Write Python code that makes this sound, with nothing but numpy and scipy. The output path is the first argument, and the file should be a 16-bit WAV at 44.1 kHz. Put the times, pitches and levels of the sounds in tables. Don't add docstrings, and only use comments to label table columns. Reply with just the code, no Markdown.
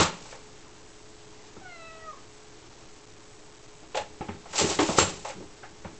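import sys
import numpy as np
from scipy import signal
from scipy.fft import rfft, irfft, next_fast_len
from scipy.io import wavfile
from scipy.ndimage import map_coordinates

SR = 44100
rng = np.random.default_rng(int(sys.argv[2]) if len(sys.argv) > 2 else 0)


def to_wav(sig):
    pcm = np.clip(np.atleast_2d(sig), -1, 1) * 32767
    pcm = np.round(pcm).astype(np.int16)
    wavfile.write(sys.argv[1], SR, pcm.T)


def ratio(d):
    e = np.asarray(d, float) / 20
    return 10 ** e


N = 264159

# centre f/Hz, width/Hz, level/dB
DOOR_MODES = [(297, 15, -1.5), (331.6, 20, -1), (354, 28, -3.5), (408.4, 30, -1.5)]
# centre f/Hz, width/Hz, level/dB
FLAP_MODES = [(525, 80, 3.5), (686, 100, -0.5), (802, 87, 3.5), (919.5, 90, 1), (1068, 100, -2.5),
              (1358, 180, -8)]
# centre f/Hz, width/Hz, level/dB
FLOOR_MODES = [(64, 81, -15.5), (89.8, 22, 0.5), (167, 30, 0), (228.6, 40, -5)]


def unit(x):
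    return x / np.sqrt(np.mean(x ** 2) + 1e-20)


def along(points, hz):
    f, value = np.transpose(points)
    return np.interp(np.log(hz + 1), np.log(f + 1), value)


def curves(rows):
    s, *columns = np.transpose(rows)
    return [np.interp(np.arange(N) / SR, s, column) for column in columns]


def wobble(rate):
    knots = rng.standard_normal(int(N * rate / SR) + 4)
    return map_coordinates(knots, [np.arange(N) * rate / SR])


def filtered(x, response):
    m = next_fast_len(x.shape[-1] + 8192)
    spectrum = rfft(x, m) * response(np.fft.rfftfreq(m, 1 / SR))
    return irfft(spectrum, m)[..., :x.shape[-1]]


def modes(table):
    def response(f):
        total = 0
        for k, (centre, width, db) in enumerate(table):
            damping = 1j * f * width
            total = total + (-1) ** k * ratio(db) * damping / (centre * centre - f * f + damping)
        return total
    return response


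def add(track, s, sound):
    i = round(s * SR)
    part = track[max(i, 0):][:len(sound) + min(i, 0)]
    part += sound[max(-i, 0):][:len(part)]


def bursts(rows):
    t = np.arange(N) / SR
    power = 0
    for s, db, swell, hold, fading in rows:
        before = (s - t) / max(swell, 1e-3)
        after = (t - s - abs(hold)) / max(fading, 1e-3)
        distance = np.maximum(before, after).clip(0)
        power = power + ratio(db - 30 * distance) ** 2
    return np.sqrt(power)


def knocks():
    # t/s, flap level/dB, crack level/dB re flap
    tap_events = [(.324, -35.5, 0.5), (.345, -39.5, -16), (3.945, -21, -3.5), (3.971, -18.5, -3),
                  (3.988, -27, -27), (5.248, -25, -6), (5.274, -31.5, -7.5), (5.297, -32, 0.5),
                  (5.631, -36, 3.5)]
    # t/s, flap level/dB, then floor boom, door thump and crack level/dB re flap
    thud_events = [(.252, -41.5, -13.5, -12, -4.5), (1.563, -43, 0, 2.5, -7),
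                   (3.822, -44.5, -6.5, -3.5, -4.5), (4.208, -26, -14.5, -3, -8),
                   (4.284, -29, 1.5, -5, -2.5), (4.454, -36.5, -21, -13.5, -7), (4.788, -15.5, -14, 3, 0),
                   (4.812, -21.5, -9, 4.5, -8), (5.011, -18.5, -5.5, -3, -22.5), (5.402, -42, -3, 2, -11),
                   (5.42, -41.5, -8.5, 3.5, -13.5), (5.844, -30.5, -3, -14.5, -7)]
    scrape_events = [(4.531, -33, -33, -9.5, 1.5), (4.584, -21.5, -19.5, -7, -4.5),
                     (4.609, -22.5, -3.5, 2, -1.5), (4.635, -29.5, 8, 12.5, -0.5), (4.7, -30, -14, 5.5, 0),
                     (4.886, -20, -3.5, -4.5, -10)]
    slam_events = [
        (-.004, -10.5, -12.5, -7.5, -1),
        (4.984, -11.5, -15.5, -9.5, -1.5),
    ]
    # f/Hz, level/dB per Hz
    crack_colour = [(800, -22), (1300, -2.5), (1900, -1), (2700, 0), (3300, -2), (4300, -1), (5500, -18.5),
                    (8000, -27), (10000, -50)]

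    # centre f/Hz, width/Hz, level/dB
    tap_focus, heavy_focus, slam_focus = (680, 500, 0), (850, 2000, 0), (1500, 1300, 0)
    blows = [(s, db, -32, -26, crack_db, 0.17, tap_focus) for s, db, crack_db in tap_events]
    blows += [(*row, 0.22, heavy_focus) for row in thud_events]
    blows += [(*row, 0.32, heavy_focus) for row in scrape_events]
    blows += [(*row, 0.27, slam_focus) for row in slam_events]

    def level_head(v):
        return v / np.sqrt(np.mean(v[:SR // 50] ** 2))

    out, t = np.zeros(N), np.arange(SR // 2) / SR
    slowness = np.array([[1.1], [.8], [.9], [1.15]])
    first_hit = np.array([[5], [7], [1.8], [.4]])
    for s, db, boom_db, door_db, crack_db, t60, focus in blows:
        fall = ratio(-60 * t / np.clip(t60 * slowness, .02, 1))
        contact = 1 + first_hit * ratio(-60 * t / 0.022)
        contact *= 1 - np.exp(-t / .0015)
        lumps = ratio(3 * rng.standard_normal((4, len(t))))
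        rattle = rng.standard_normal((4, len(t))) * lumps * fall * contact

        struck = np.array(FLAP_MODES) + [0, 0, 2.5] * rng.standard_normal((len(FLAP_MODES), 3))
        soft_hz = 3000 * ratio(0.32 * (db + 26.5))

        def flap_response(hz):
            return modes(struck)(hz) * modes([focus])(hz)

        def crack_response(hz):
            return ratio(along(crack_colour, hz)) / (1 + (hz / soft_hz) ** 4)

        boom = ratio(boom_db + 2.5) * level_head(filtered(rattle[0], modes(FLOOR_MODES)))
        door = ratio(door_db + 0.93) * level_head(filtered(rattle[1], modes(DOOR_MODES)))
        flap = level_head(filtered(rattle[2], flap_response))
        crack = ratio(crack_db - 3.5) * level_head(filtered(rattle[3], crack_response))
        add(out, s, ratio(db - 10) * (boom + door + flap + crack))
    return out


def slaps():
    # t/s, peak level/dB, pulse width/s
    landings = [(0, -30, 0.0044), (4.2089, -21.5, 0.00082), (4.637, -18.5, 0.00054), (4.778, -29, 0.00036),
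                (4.7895, -16, 0.00044), (4.7963, -16.5, 0.00045), (4.89, -15, 0.00046),
                (4.898, -18.5, 0.00064), (4.985, -4.5, 0.00042), (4.9876, -6, 0.00023)]
    out, t = np.zeros(N), np.arange(SR // 10) / SR
    for s, db, width in landings:
        u = t / width
        add(out, s, -ratio(db + 5) * u * (2 - u) * np.exp(-u))
    return out


def bags():
    # t/s of full level, crackle level/dB, swell/s, hold/s, fading/s (30 dB each way)
    rustles = [(0, -20.5, .001, 0.002, 0.13), (.2, -50, 0.49, .13, 0.17), (1.47, -53, .055, 0, .09),
               (3.955, -38, .012, 0, 0.053), (3.973, -34, 0.035, 0, .085), (4.588, -22.5, 0.094, 0, 0.32),
               (4.706, -27, 0.076, 0, .13), (4.79, -31.5, .004, 0, .6), (4.894, -35, 0.18, 0, .4),
               (4.976, -28.5, 0.072, 0.044, 0.14), (4.988, -17.5, 0.011, 0, 0.044),
               (5.004, -32, .03, 0, .23), (5.14, -56.5, 0.17, 0.013, 0.44),
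               (5.25, -42.5, 0.011, 0.058, .065)]
    # f/Hz, level/dB per Hz
    film_colour = [(710, -34), (1200, -14.5), (1870, -9), (2830, -4), (3060, -6), (7050, -4), (7270, 0),
                   (8000, 2.5), (10400, -48), (17600, -120)]
    snaps = rng.standard_normal(N) * ratio(5 * rng.standard_normal(N) + 1.8 * wobble(120))
    film = unit(filtered(snaps, lambda hz: ratio(along(film_colour, hz))))
    bumping = rng.standard_normal(N) * ratio(3 * wobble(60))
    body = unit(filtered(bumping, modes(FLAP_MODES)))
    return bursts(rustles) * (film + ratio(-6.5) * body)


def bottles():
    # t/s, level/dB
    clinks = [
        (-.004, -30.5),
        (4.587, -25.5),
        (4.989, -19),
        (5.011, -29.5),
    ]
    # f/Hz, level/dB, 60 dB fall time/s
    glass = [(2713, -17, .2), (4226, -16, .25), (4414, -10, .14), (6395, -10, .12), (6492, -10, .14),
             (7330, -8, .15), (7407, 0, .22), (7854, -18, .2)]
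    out, t = np.zeros(N), np.arange(SR // 2) / SR
    for s, db in clinks:
        ring = 0
        for hz, level, t60 in glass:
            strength_db = level + rng.normal(0, 1.3)
            ring = ring + ratio(strength_db - 60 * t / t60) * np.sin(2 * np.pi * hz * t)
        add(out, s, ratio(db) * ring * (1 - np.exp(-t / 0.00048)))
    return out


def meow():
    # t/s, f/Hz
    pitch = [(1.61, 774), (1.66, 736.4), (1.726, 696), (1.78, 669.4), (1.835, 655.4), (2.055, 643.5),
             (2.11, 614), (2.132, 563), (2.15, 548)]
    # t/s, effort level/dB, mouth resonance f/Hz, opening 0-1
    mouth = [(1.625, -58.5, 915, 0.2), (1.682, -52.5, 1590, 0.5), (1.715, -53.5, 2190, 1),
             (1.775, -57, 2250, 1), (1.86, -51.5, 2610, 0.88), (1.95, -53, 2950, .75),
             (2.04, -54, 1816, 0.1), (2.066, -52.5, 1320, 0.13), (2.105, -50.5, 1220, 0.07)]
    partials_db = [-1, -1, -4, -8, -23.5, -7]
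    shut_lips_db = [-0.5, -1.5, -5.5, -10, -13, -25]
    # t/s, level/dB re effort
    creaks = [(2.135, -1), (2.144, -3.5), (2.155, -10.5), (2.173, -9), (2.186, -12), (2.203, -25.5)]
    trills_db = [6, .8, 1, 2, 2, 2]

    (hz,), (effort_db, mouth_hz, opening) = curves(pitch), curves(mouth)
    t = np.arange(N) / SR
    gate = np.clip(np.minimum((t - 1.605) / .025, (2.118 - t) / .011), 0, 1)
    for s, db in creaks:
        gate = gate + ratio(db) * np.exp(-((t - s) / .0035) ** 2)

    trill = np.clip((1.8 - t) / 0.08, 0, 1) * np.sin(2 * np.pi * 29 * (t - 1.615))
    roughness_db = 1.2 * wobble(130)
    phase = 2 * np.pi * np.cumsum(hz * (1 + .003 * wobble(45))) / SR
    mouth_db = 11 + 5 * (1 - opening)
    voice = 0
    for k, (db, shut_db, trill_db) in enumerate(zip(partials_db, shut_lips_db, trills_db)):
        off_mouth = ((k + 1) * hz - mouth_hz) / 220
        level_db = effort_db + db + mouth_db / (1 + off_mouth ** 2)
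        level_db = level_db + shut_db * (1 - opening) + roughness_db
        level_db = level_db + trill_db * trill + 1.4 * wobble(60)
        voice = voice + ratio(level_db) * np.sin((k + 1) * phase)
    return np.sqrt(2) * gate * voice


def mat():
    # t/s of full level, level/dB, swell/s, hold/s, fading/s (30 dB each way)
    drags = [(.09, -41.5, 0.038, 0.013, 0.18), (.2, -55.5, 0.083, .02, 0.12),
             (3.995, -46, 0.034, 0.0057, .1), (4.03, -52.5, 0.082, 0.0049, 0.67),
             (4.345, -44.5, .03, 0.0058, 0.13), (4.52, -53, 0.08, 0, .03),
             (5.075, -34.5, .03, 0.0031, 0.18), (5.38, -42, .15, .04, .06),
             (5.71, -47.5, 0.04, 0.011, 0.12), (5.875, -46, 0.042, 0, 0.26)]
    rub = rng.standard_normal(N) * ratio(4 * wobble(50))
    boards = unit(filtered(rub, modes(FLOOR_MODES)))
    door_foot = unit(filtered(rub, modes(DOOR_MODES)))
    return bursts(drags) * unit(boards + .9 * door_foot)


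def hall(x):
    # f/Hz, 60 dB fall time/s
    echo_t60 = [(100, 0.48), (500, 0.45), (2000, .35), (8000, .28)]
    hz, t, z = signal.stft(rng.standard_normal(SR // 2), SR, nperseg=256)
    fall = ratio(-60 * t / along(echo_t60, hz)[:, None])
    tail = signal.istft(z * fall, SR, nperseg=256)[1]
    late = np.pad(x, (200, 0))
    return signal.fftconvolve(late, tail / np.linalg.norm(tail))[:N]


def hall_air():
    # f/Hz, level/dB per Hz
    air_colour = [(10, 2), (30, 0), (60, -8.5), (120, -4.5), (220, -11), (330, -4.5), (500, -12.5),
                  (900, -12), (1500, -19), (4000, -24.5), (8500, -22)]
    # f/Hz, rms level/dB, wander/Hz
    hum_tones = [(113.1, -68, 6), (311.4, -71, 8), (423.5, -61.5, 2), (7860, -63.5, 8)]
    air = unit(filtered(rng.standard_normal(N), lambda hz: ratio(along(air_colour, hz))))
    hum = 0
    for hz, db, wander in hum_tones:
        phase = 2 * np.pi * np.cumsum(hz + wander * wobble(25)) / SR
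        hum = hum + ratio(db + 4 + 1.5 * wobble(6)) * np.sin(phase)
    return ratio(-51.5 + 0.9 * wobble(3)) * air + hum


def scene():
    near = knocks() + slaps() + bags() + bottles() + mat()
    cat = meow()
    echo = hall(ratio(-14) * near + ratio(-13) * cat)
    return (near + cat + echo + hall_air())[None]


def band_limit(x):
    return signal.sosfilt(signal.butter(12, 8970, fs=SR, output="sos"), x)


def record(dry):
    camera_rate, up, down = 16000, 441, 160
    step = 1 / 128 / np.sqrt(2)
    slow = signal.resample_poly(dry, down, up, axis=1)
    coarse = step * np.floor(slow / step + .07)
    smoother = signal.firwin(32 * up + 1, 7950, window=("kaiser", 9), fs=camera_rate * up)
    fast = signal.resample_poly(coarse, up, down, axis=1, window=smoother)
    mix = np.pad(fast, ((0, 0), (0, 8)))[:, :N]
    return band_limit(mix)


dry = scene()
out = record(dry)
to_wav(out)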